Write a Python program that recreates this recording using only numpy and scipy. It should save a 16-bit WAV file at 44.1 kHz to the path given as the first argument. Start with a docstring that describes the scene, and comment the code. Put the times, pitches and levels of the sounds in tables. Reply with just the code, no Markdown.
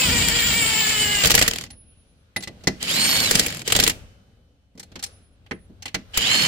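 """A motor whine over gritty gear chatter comes first: an impact wrench, close by, running lug nuts onto a wheel.
The whine, gear tones and drive switching are sines tied to one motor speed; the chatter is banded noise.
Paired hammer blows crack and clang as nuts seat; light ticks sound while the motor spins and as it coasts down.
Between pulls the socket knocks on nut and wheel and sings as beating sines; contacts are noise and wheel modes.
Behind lie scattered yard returns, low outdoor rumble and faint hiss, all made of noise."""
import sys
import numpy as np
from scipy import signal
from scipy.io import wavfile
from scipy.ndimage import uniform_filter1d

SR = 44100
rng = np.random.default_rng(int(sys.argv[2]) if len(sys.argv) > 2 else 0)


def file_out(sig):
    """Save sig as 16-bit WAV at sys.argv[1]."""
    # one column per channel
    cols = np.atleast_2d(sig).T
    # limit, then scale
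    lim = np.clip(cols, -1, 1)
    pcm = np.round(lim * 32767).astype(np.int16)
    wavfile.write(sys.argv[1], SR, pcm)


N = 285327

# Motor from trigger to rest, one table a pull: t/s, whine f/Hz, whine level/dB
MOTOR_SPEEDS = [
    [(0, 3665, -36), (.1, 3310, -30), (.5, 3250, -30), (.85, 3045, -31), (1.0, 2980, -23),
     (1.19, 2858, -20), (1.225, 2800, -24), (1.26, 2510, -30), (1.43, 2400, -30), (1.5, 1000, -30),
     (1.66, 500, -30)],
    [(2.8, 390, -70), (2.86, 2100, -45), (2.9, 3150, -27), (2.95, 4000, -22), (3.0, 4240, -22),
     (3.09, 4348, -20), (3.21, 4333, -22), (3.275, 3970, -24), (3.31, 3295, -34), (3.4, 2800, -34),
     (3.48, 1500, -34), (3.63, 600, -34)],
    [(3.645, 294, -70), (3.68, 2170, -55), (3.89, 3000, -55), (3.92, 1500, -55)],
    [(6.135, 400, -70), (6.17, 1900, -50), (6.2, 2550, -28), (6.24, 3250, -22), (6.28, 3950, -25),
     (6.33, 4230, -25), (6.4, 4320, -25), (6.47, 4300, -26)],
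]
# One row a pull: nut seats t/s, gear noise level/dB, mid left-right/dB, treble left-right/dB,
# extra brightness/dB, nose-cone level/dB, rumble level/dB, gear-tone level/dB, switching level/dB,
# starting wobble/%. Source levels are those at full speed.
PULLS = [(1.235, -18.5, -1.5, 9, -4, -28.5, -37.5, -29, -29, 3.5),
         (3.3, -21, -4, 8, 0, -32, -33, -65, -70, 0),
         (3.68, -23, -1.5, 8.3, -5, -35.5, -37.5, -65, -54.5, 1.5),
         (6.47, -18.5, -3.5, 7.6, -13, -23, -34, -53, -69, .5)]
# Whine and its overtones: multiple of the whine, level/dB
WHINE_TONES = [(1, 0), (2, -10), (3, -18)]
# Gear tones: sevenths of the whine, level/dB
GEAR_TONES = [(1, -7), (2, -6), (3, -10), (4, 1), (5, 4), (6, -1), (8, -7), (9, -8), (10, -6)]
# Drive switching: multiple of the switching rate, eighths of the whine added, level/dB
SWITCHING_TONES = [(1, -2, -25), (1, -1, 6), (1, 0, -4.5), (1, 1, 0.5), (1, 2, -28), (2, -1, -9.5),
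                   (2, 0, -18.5)]
SWITCH_HZ, FULL_SPEED_HZ = 7728, 4350   # full speed is given as whine frequency
DB_PER_OCTAVE = 7.5   # the tool gets louder with speed
OVERTONE_LOSS_DB = 55   # times the shortfall from full speed, as a fraction
NUT_TURN_S, FASTEST_S = .1095, .135   # one turn of the nut; a moment of least drag
TONES_FADE_S = .02   # hammering breaks up the tones once the nut seats
START_SWITCH_DB, START_FALL_DB_PER_S = -58, 60   # extra switching as the motor starts
# binding eases as the nut runs down, and shakes the tool (dB per % of wobble)
WOBBLE_RISE_S, WOBBLE_FADE_S, RUMBLE_DB_PER_WOBBLE = .1, .8, 3.5

# Gear noise colour: f/Hz, level/dB per Hz
GEAR_COLOUR = [(290, -43), (500, -14), (919, -12.5), (1160, -17), (1300, -13.5), (1510, -8), (2190, -4.5),
               (3700, -7), (4340, 3.5), (5630, -12.5), (7530, -14.5), (9090, -16), (14000, -25),
               (15100, -34), (16000, -28.5)]
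# Housing resonances: f/Hz, width/Hz, level/dB against the gear noise
HOUSING = [(2260, 60, -14), (4740, 320, -6.5), (5320, 41, -15), (7060, 330, -7.5)]
# Nose-cone resonance: f/Hz, width/Hz
NOSE_CONE = (3040, 130)
NOSE_FOLLOWS = 0.48   # exponent: how far the nose cone follows loudness before the nut seats

# Hammer pairs: dull blow t/s, dull peak level/dB, gap/ms, bright peak level/dB
HAMMER_PAIRS = [(1.2373, -8, 10, -17), (1.2479, -8, 9.2, -7), (1.2597, -31, 11.7, -9.5),
                (1.299, -10, 6.7, -7), (1.3047, -12, 10.8, -8), (1.3419, -8, 8.8, -6),
                (1.3782, -6, 12.4, -10.5), (1.4142, -4.5, 9.8, -7.5), (1.463, -21, 16, -8),
                (3.302, -28, 8.7, -7.5), (3.3444, -19, 8.9, -7.5), (3.3875, -16, 7.6, -5.5),
                (3.4463, -27, 16.5, -14), (3.666, -44.5, 11.1, -14.5), (3.7021, -17.5, 20.4, -7.5),
                (3.7516, -8.5, 11.6, -7.5), (3.79, -10, 9.5, -7.5), (3.827, -11.5, 10.2, -8.5),
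                (3.865, -12, 11.6, -8), (3.887, -37, 10, -13.5), (6.164, -41, 10, -8.5)]
# Tick runs: first t/s, last t/s, first gap/ms, gap growth/ms, first peak level/dB, loss a tick/dB
TICK_RUNS = [(0.2854, .29, 22, 0, -5.5, -0.5), (1.512, 1.64, 23.5, 0.98, -11, 2),
             (2.828, 2.83, 24, 0, -13.5, 0), (3.0176, 3.24, 37, 0.03, -12, -0.5),
             (3.4835, 3.63, 20.5, .8, -18.5, 0.46), (6.352, 6.45, 40, 0.37, -11.5, 12)]
# Socket knocks, and one late tick at 1.6628 s: t/s, mid, thump and treble peak level/dB, low clang level/dB
LATE_TICK_AND_KNOCKS = [(1.6628, -34, -68, -46, -51), (1.704, -29.5, -81, -35, -48),
                        (1.7294, -40.5, -60, -53, -59), (2.3631, -14, -25, -20.5, -16),
                        (2.4058, -38, -41, -31, -61), (2.425, -30, -48, -22.5, -44),
                        (2.4353, -25.5, -62, -25.5, -31), (2.4742, -25, -29, -28, -27.5),
                        (2.608, -46.5, -61, -58, -58), (2.6376, -38, -38, -36, -54),
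                        (2.6723, -7.5, -13.5, -12.5, -14), (2.815, -28, -66, -38, -38),
                        (4.7528, -64, -41.5, -59, -68), (4.7767, -40.5, -42.5, -41, -54),
                        (4.7964, -35, -44, -25.5, -55), (4.8297, -35, -47, -34, -54),
                        (4.918, -42, -45, -47, -67), (4.9568, -26.5, -34, -33.5, -55),
                        (4.9927, -30.5, -71, -34, -59), (5.027, -24.5, -59, -21, -55),
                        (5.0374, -21, -55, -14, -51), (5.0626, -41, -52, -31, -61),
                        (5.463, -40, -58, -53, -60), (5.5113, -14.5, -25.5, -37, -27.5),
                        (5.6976, -65.5, -40.5, -68.5, -71), (5.8234, -28, -64.5, -31.5, -58),
                        (5.8565, -18.5, -39, -24, -30), (5.8794, -28, -59, -31, -52),
                        (5.945, -11, -22, -18, -23.5), (6.1234, -51.5, -61, -53.5, -63),
                        (6.1431, -33, -62, -33, -45)]
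# Contact colour against its peak: mid level/dB, thump level/dB, treble level/dB, left-right/dB
DULL, BRIGHT, TICK = (0, -16, -6, -7), (0, -17.5, -1, -2), (1.5, -22, -4.5, -1.5)
PAN_SPREAD_DB, KNOCK_PAN_DB, HIGH_CLANG_DB = 2, -2.5, 1.5
TREBLE_LEFT_DB = 8.5   # added left lean at the top of each contact
HARD_RISE_MS, SOFT_RISE_MS = .8, 2.0   # blows and tick runs; knocks and the late tick
# Cracks of hammer blows, of tick runs, and of knocks with the late tick:
# f/Hz, level/dB against the peak, t60/s
BLOW_CRACK = [(60.25, -12, 0.15), (266, -7, 0.062), (500, -10, 0.062), (940, -15.5, 0.023),
              (2733, -8, 0.038), (6450, -4, 0.033), (14400, -15, 0.035)]
TICK_CRACK = [(60, -27, 0.084), (250.7, -9, .07), (960, -18.5, 0.024), (2800, -7, 0.0045),
              (6460, -2.5, 0.0073), (15000, -21.5, 0.018)]
KNOCK_CRACK = [(60, -25, 0.18), (231, -10.5, 0.19), (998, -18.5, 0.051), (2930, -10.5, 0.049),
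               (5570, -4.5, 0.028), (10850, -17, 0.021), (16000, -37, 0.023)]

# Wheel modes: f/Hz, level/dB under the hammer, level/dB under a knock or the late tick, t60/s
WHEEL_MODES = [(188, -17.5, -10, .25), (230, -19, -7, 0.05), (456.8, -4, -17, 0.12), (630, -21, -24, .25),
               (807, -27.5, -19.5, 0.074), (1920, -20.5, -15, 0.073), (2005, -28.5, -1.5, 0.071),
               (3210, -6.5, -13, 0.013), (4200, -21.5, -10.5, 0.064), (4570, -14, -12, 0.043),
               (5120, -55.5, -54, 1), (6520, -13.5, -19, 0.037), (7480, -6.5, -14.5, 0.042)]
# Socket modes, a close pair that beats: f/Hz, level/dB, t60/s
SOCKET_MODES = [(10330, 0, 1.0), (10340, -3, .9)]
# Socket rings: t/s, level/dB, damped at t/s
SOCKET_RINGS = [(1.704, -50, 2.3), (2.362, -42, 2.43), (5.055, -59, 5.37), (5.53, -66, 5.7)]
# Rim mode left ringing: t/s, f/Hz, level/dB, t60/s
RIM_RING = (3.9, 3031, -65, 2.5)

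# Surroundings over time: t/s, low rumble level/dB, deep buffet level/dB, hiss level/dB
OUTDOORS = [(0, -41, -42.5, -64), (.14, -39, -27, -74), (.8, -64, -44, -65), (1.3, -48, -37, -36),
            (1.6, -46, -50, -56), (1.8, -59, -52.5, -68), (2.33, -67, -61, -67), (2.52, -49, -48.5, -59.5),
            (3.1, -65, -49, -40), (3.37, -38, -39, -35.5), (3.6, -47, -57, -56), (3.93, -43, -37.5, -46),
            (4.05, -57, -43, -55), (4.25, -58.5, -56, -66), (4.7, -68.5, -61.5, -74.5),
            (4.95, -57, -53, -62), (5.05, -62, -56.5, -52.5), (5.3, -63.5, -56.5, -69),
            (6.0, -58, -51, -62.5), (6.47, -72, -45, -33)]
# Rumble colour: f/Hz, level/dB per Hz
RUMBLE_COLOUR = [(15, -43), (25, -9), (70, 1), (156, -0.5), (213, 2), (325, -12), (452, -12), (786, -22),
                 (900, -11), (1170, -41), (1980, -120)]
# Hiss colour: f/Hz, level/dB per Hz
AIR_COLOUR = [(290, -37), (500, -8), (851, -22), (1410, -11), (1970, -19), (3130, -12), (5850, -22.5),
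              (10600, -30), (12000, -34), (15600, -59.5), (22000, -120)]
YARD_T60_S, YARD_DB = 0.24, -21.5
# Stereo noise: f/Hz, left-right likeness (1 same, 0 unrelated, -1 opposite; clipped to that range)
LIKENESS = [(60, 0.86), (180, 1), (550, 0.6), (1650, -0.16), (4970, -0.028), (15000, -1.1)]
ADDED_TOP_LEFT_DB, CUTOFF_HZ = 2.5, 16900


def motor(blur=.004, flutter_db=3.0):
    """Sines for whine, gear tones and switching sidebands, all tied to the motor speed."""
    out, t = np.zeros((2, N)), np.arange(N) / SR
    every = controls()
    angle = 2 * np.pi * ((t - FASTEST_S) / NUT_TURN_S + 1 / 6)
    ease = np.sin(angle) + np.sin(2 * angle) / 2   # once a turn the nut binds slowly and lets go fast
    for speeds, pull in zip(MOTOR_SPEEDS, PULLS):
        seats_s, _, mid_pan, treble_pan, _, _, _, gear_db, switch_db, _ = pull
        on = slice(int(speeds[0][0] * SR), int((seats_s + TONES_FADE_S) * SR))
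        hz, since, wobble, loud = [c[on] for c in every[:4]]
        fade = np.clip((seats_s - t[on]) / TONES_FADE_S + 1, 0, 1)

        speed = hz * (1 + wobble / 100 * (ease[on] + 0.26 * drift(27)[on]))
        blurred = speed * (1 + blur * wobble * drift(60)[on])   # uneven load blurs the tones
        clean_phase = 2 * np.pi * np.cumsum(speed) / SR
        blurred_phase = 2 * np.pi * np.cumsum(blurred) / SR
        switch_phase = 2 * np.pi * SWITCH_HZ * t[on]

        # overtones fade as the motor is held below full speed
        held_db = OVERTONE_LOSS_DB * (hz / FULL_SPEED_HZ - 1)
        whine = from_db(in_time(speeds)[1][on])
        gear = loud * from_db(gear_db)
        start = np.minimum(since / TONES_FADE_S, 1) * from_db(START_SWITCH_DB - START_FALL_DB_PER_S * since)
        switching = loud * from_db(switch_db) + start

        tones = []
        for k, db in WHINE_TONES:
            tones.append((k * blurred_phase, whine * from_db(db + (k > 1) * held_db), mid_pan))
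        for k, db in GEAR_TONES:
            tones.append((k / 7 * blurred_phase, gear * from_db(db), mid_pan))
        for m, k, db in SWITCHING_TONES:
            tones.append((m * switch_phase + k / 8 * clean_phase, switching * from_db(db), treble_pan))
        for phase, gain, pan in tones:
            lag = rng.uniform(-.7, .7) * np.array([[1], [-1]])   # opposite phase shift left and right
            flutter = from_db(flutter_db * drift(10)[on])
            out[:, on] += fade * gain * flutter * sides(pan)[:, None] * np.sin(phase + lag)
    return out


def gear_chatter(patchy_db=2.5, grit_db=1.5):
    """Coloured gear noise with narrow housing and nose-cone resonances, louder with speed."""
    *_, loud, row = controls()
    seats_s, gear_db, mid_pan, treble_pan, bright_db, nose_db = row[:6]
    gears = 0
    for hz, width, band in bands(stereo_white()):
        if hz <= 500:
            continue
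        treble = np.clip(np.log2(hz / 2500) / 2, 0, 1)
        pan = (mid_pan + treble * (treble_pan - mid_pan)) * np.clip(np.log2(hz / 500) / 2, 0, 1)
        level_db = at_hz(GEAR_COLOUR, hz) + treble ** 2 * bright_db + patchy_db * drift(45)
        gears = gears + from_db(level_db) * sides(pan) * band
    gears = rms_one(gears)
    for hz, width, level_db in HOUSING:
        gears += from_db(level_db + 2.2 * drift(34)) * sides(mid_pan) * resonance(hz, width)
    nose = from_db(nose_db) * sides(mid_pan) * resonance(*NOSE_CONE)
    nose_loud = loud ** np.where(np.arange(N) / SR < seats_s, NOSE_FOLLOWS, 1)
    grit = from_db(grit_db * drift(130))   # tooth contacts make the noise uneven
    return grit * (loud * from_db(gear_db) * rms_one(gears) + nose_loud * nose)


def controls():
    """Whine Hz, seconds since the trigger, wobble %, loudness from speed and pull row, by sample."""
    t = np.arange(N) / SR
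    starts = np.array([speeds[0][0] for speeds in MOTOR_SPEEDS])
    stops = np.array([speeds[-1][0] for speeds in MOTOR_SPEEDS])
    pull = np.maximum(np.searchsorted(starts, t, side="right") - 1, 0)
    hz, _ = in_time([row for speeds in MOTOR_SPEEDS for row in speeds])
    since, row = t - starts[pull], np.array(PULLS)[pull].T
    turning = uniform_filter1d(1.0 * (t <= stops[pull]), size=600)
    wobble = row[9] * np.clip(since / WOBBLE_RISE_S, 0, 1) * np.exp(-since / WOBBLE_FADE_S)
    loud = turning * from_db(DB_PER_OCTAVE * np.log2(hz / FULL_SPEED_HZ))
    return hz, since, wobble, loud, row


def hammer_blows():
    """The hammer strikes the anvil in pairs, a dull blow and then a bright one."""
    s, dull_db, gap_ms, bright_db = np.transpose(HAMMER_PAIRS)
    return np.vstack([struck(s, dull_db, DULL), struck(s + gap_ms / 1000, bright_db, BRIGHT)])


def hammer_ticks():
    """Light ticks from the turning hammer; each run changes gap and level by its own steps."""
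    k, rows = np.arange(12), []
    for first, last, gap_ms, grow_ms, peak_db, loss_db in TICK_RUNS:
        s = first + (gap_ms * k + grow_ms * k * (k - 1) / 2) / 1000
        rows.append(struck(s, peak_db - loss_db * k, TICK)[s <= last])
    return np.vstack(rows)


def late_tick_and_knocks():
    """A last coasting tick, then socket on nut and wheel: struck() columns, low and high clang dB."""
    s, mid, thump, treble, low_clang = np.transpose(LATE_TICK_AND_KNOCKS)
    high_clang = np.minimum(mid, treble) + HIGH_CLANG_DB
    return np.transpose([s, mid, thump, treble, KNOCK_PAN_DB + 0 * s, low_clang, high_clang])


def struck(s, peak_db, colour):
    """Rows of (s, mid, thump, treble peak dB, left-right dB) for one kind of contact."""
    mid, thump, treble, pan = colour
    pans = pan + PAN_SPREAD_DB * rng.standard_normal(len(s))
    return np.transpose([s, peak_db + mid, peak_db + thump, peak_db + treble, pans])


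def cracks(blows, ticks, soft):
    """Each contact is a burst of noise that swells briefly and dies band by band."""
    out = 0
    kinds = ((blows, BLOW_CRACK, HARD_RISE_MS), (ticks, TICK_CRACK, HARD_RISE_MS),
             (soft, KNOCK_CRACK, SOFT_RISE_MS))
    for hz, width, band in bands(stereo_white()):
        lean = np.clip(np.log2(hz / 250) / 2, 0, 1)
        treble_lean_db = TREBLE_LEFT_DB * np.clip(np.log2(hz / 3000) / 2, 0, 1)
        power = 0
        for rows, crack, rise_ms in kinds:
            peak_db = [at_hz([(250, thump), (2200, mid), (8000, treble)], hz)
                       for s, mid, thump, treble in rows[:, :4]]
            level = from_db(peak_db + at_hz(crack, hz) + rng.normal(0, 2.5, len(rows)))
            pan = sides(rows[:, 4] * lean + treble_lean_db)
            smooth = np.exp(-1000 / (rise_ms * SR))
            fall = from_db(-120 / (at_hz(crack, hz, column=2) * SR))   # squared gain: 60 dB in one t60
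            hits = clicks(rows, (level * pan) ** 2)
            swell = signal.lfilter([(1 - smooth) ** 2], [1, -2 * smooth, smooth ** 2], hits)
            power = power + signal.lfilter([1], [1, -fall], swell)
        out = out + np.sqrt(power * SR / 2 / width) * band
    return out


def wheel(blows, ticks, soft, tick_db=-7.0, swell_t60_s=0.0025):
    """Every contact rings the wheel's modes; taking away a fast-dying ring makes each build up."""
    out = 0
    for hz, blow_db, knock_db, t60 in WHEEL_MODES:
        strikes = 0
        for rows, level_db in ((blows, blow_db), (ticks, blow_db + tick_db), (soft, knock_db)):
            has_clang = rows.shape[1] > 5   # only knocks and the late tick carry clang columns
            if has_clang and 1800 < hz < 2200:
                column = 5   # low clang
            elif has_clang and 4000 < hz < 5000:
                column = 6   # high clang
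            elif hz < 700:
                column = 2   # thump
            else:
                column = 1 if hz < 5000 else 3   # mid, treble
            strength = from_db(rows[:, column] + level_db + rng.normal(0, 0.69, len(rows)))
            strikes = strikes + clicks(rows, strength * sides(rows[:, 4]))
        out = out + ring(strikes, hz, t60) - ring(strikes, hz, swell_t60_s)
    return out


def socket(pan_db=-3.0):
    """The free socket sings as two close decaying sines until it is damped."""
    out, t = 0, np.arange(N) / SR
    for s, level_db, end in SOCKET_RINGS:
        since = np.maximum(t - s, 0)
        free = np.clip(since / .006, 0, 1) * np.clip((end - t) / .04, 0, 1)
        for hz, mode_db, t60 in SOCKET_MODES:
            gain = from_db(level_db + mode_db - 60 * since / t60)
            out = out + free * gain * np.sin(2 * np.pi * hz * since)
    return out * sides(pan_db)[:, None]


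def rim():
    """One lightly damped rim mode lingers after the third pull."""
    s, hz, level_db, t60 = RIM_RING
    return ring(clicks(np.array([[s]]), from_db([level_db])), hz, t60)


def yard(x):
    """Scattered returns from vehicle, ground and walls: decaying noise, duller than the direct sound."""
    t = np.arange(SR // 2) / SR
    tail = rng.standard_normal((2, len(t))) * from_db(-60 * t / YARD_T60_S) * (t > .006)
    tail = signal.lfilter([.5], [1, -.5], tail)
    tail = tail / np.sqrt(np.sum(tail ** 2) / 2)
    return from_db(YARD_DB) * signal.fftconvolve(x, tail, axes=1)[:, :N]


def outdoors(gust_db=1.0, air_db=1.5, deep_pan_db=2.5):
    """Low rumble through tool, tyre and wind, and a faint hiss of the yard, as drifting noise bands."""
    rumble_db, deep_db, hiss_db = in_time(OUTDOORS)
    _, _, wobble, loud, row = controls()
    shaking = loud * from_db(row[6] + RUMBLE_DB_PER_WOBBLE * wobble)
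    deep, rumble, air, gust = 0, 0, 0, drift(7)
    for hz, width, band in bands(stereo_white()):
        low = from_db(at_hz(RUMBLE_COLOUR, hz) + gust_db * (gust + drift(3.6))) * band
        deep = deep + low * (hz < 110)
        rumble = rumble + low * (110 < hz < 900)
        air = air + from_db(at_hz(AIR_COLOUR, hz) + air_db * drift(1.7)) * band
    deep = from_db(deep_db) * sides(deep_pan_db)[:, None] * rms_one(deep)
    rumble = (from_db(rumble_db) + shaking) * rms_one(rumble)
    return deep + rumble + from_db(hiss_db) * rms_one(air)


def from_db(db):
    """Gain of a level."""
    return 10 ** (np.asarray(db) / 20)


def rms_one(x):
    """Scaled to rms 1."""
    return x / np.sqrt(np.mean(x ** 2) + 1e-20)


def in_time(rows):
    """Columns of a table, sample by sample."""
    s, *columns = np.transpose(rows)
    return [np.interp(np.arange(N) / SR, s, c) for c in columns]


def at_hz(points, hz, column=1):
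    """A table read on a log-frequency axis."""
    points = np.array(points)
    return np.interp(np.log(hz), np.log(points[:, 0]), points[:, column])


def drift(rate):
    """Slow chance of rms 1: noise low-passed at about rate Hz, made at every 40th sample."""
    r = np.exp(-80 * np.pi * rate / SR)
    white = rng.standard_normal(N // 40 + 2002)
    slow = signal.lfilter([1], [1, -2 * r, r * r], white)[2000:]   # skip the filter's settling
    return np.interp(np.arange(N) / 40, np.arange(len(slow)), rms_one(slow))


def sides(pan_db):
    """Left and right gains; positive leans left."""
    return from_db(np.array([pan_db / 2, -pan_db / 2]))


def clicks(rows, gains):
    """An impulse 1 ms ahead of the time of each row; gains may be per channel."""
    out = np.full(np.shape(gains)[:-1] + (N,), 1e-18)
    out[..., ((rows[:, 0] - .001) * SR).astype(int)] = gains
    return out


def ring(x, hz, t60):
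    """A damped resonator: a unit click sets a sine of starting height 1 ringing."""
    r, w = from_db(-60 / (t60 * SR)), 2 * np.pi * hz / SR
    return signal.lfilter([0, np.sin(w)], [1, -2 * r * np.cos(w), r * r], x)


def resonance(hz, width):
    """Stereo noise through one resonator of the given width in Hz, at rms 1."""
    return rms_one(ring(rng.standard_normal((2, N)), hz, np.log(1000) / (np.pi * width)))


def stereo_white():
    """Two independent pairs of white noise, for alternate bands."""
    return rng.standard_normal((2, 2, N))


def bands(white):
    """Half-octave stereo bands of white noise, each with its likeness: (centre Hz, width Hz, band)."""
    edges = 25 * 2 ** np.arange(0, 9.6, .5)
    for k, (low, high) in enumerate(zip(edges, edges[1:])):
        band_pass = signal.butter(2, [low, high], "band", fs=SR, output="sos")
        mid, side = signal.sosfilt(band_pass, white[k % 2])
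        hz = np.sqrt(low * high)
        alike = np.clip(at_hz(LIKENESS, hz), -1, 1)
        stereo = np.sqrt(.5 + alike / 2) * mid + np.sqrt(.5 - alike / 2) * side * [[1], [-1]]
        yield hz, high - low, stereo


def scene():
    """Tool, contacts and their surroundings."""
    hits = hammer_blows(), hammer_ticks(), late_tick_and_knocks()
    contacts = cracks(*hits) + wheel(*hits)
    return motor() + gear_chatter() + contacts + socket() + rim() + yard(contacts) + outdoors()


def record(dry):
    """Treble above 9 kHz is boosted with a left lean, peaks are rounded, the top is cut."""
    top = signal.sosfilt(signal.butter(2, 9000, "high", fs=SR, output="sos"), dry)
    leaning = dry + top * sides(ADDED_TOP_LEFT_DB)[:, None]
    rounded = 1.2 * np.tanh(leaning / 1.2)
    return signal.sosfilt(signal.cheby2(12, 60, CUTOFF_HZ, fs=SR, output="sos"), rounded)


dry = scene()
out = record(dry)
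file_out(out)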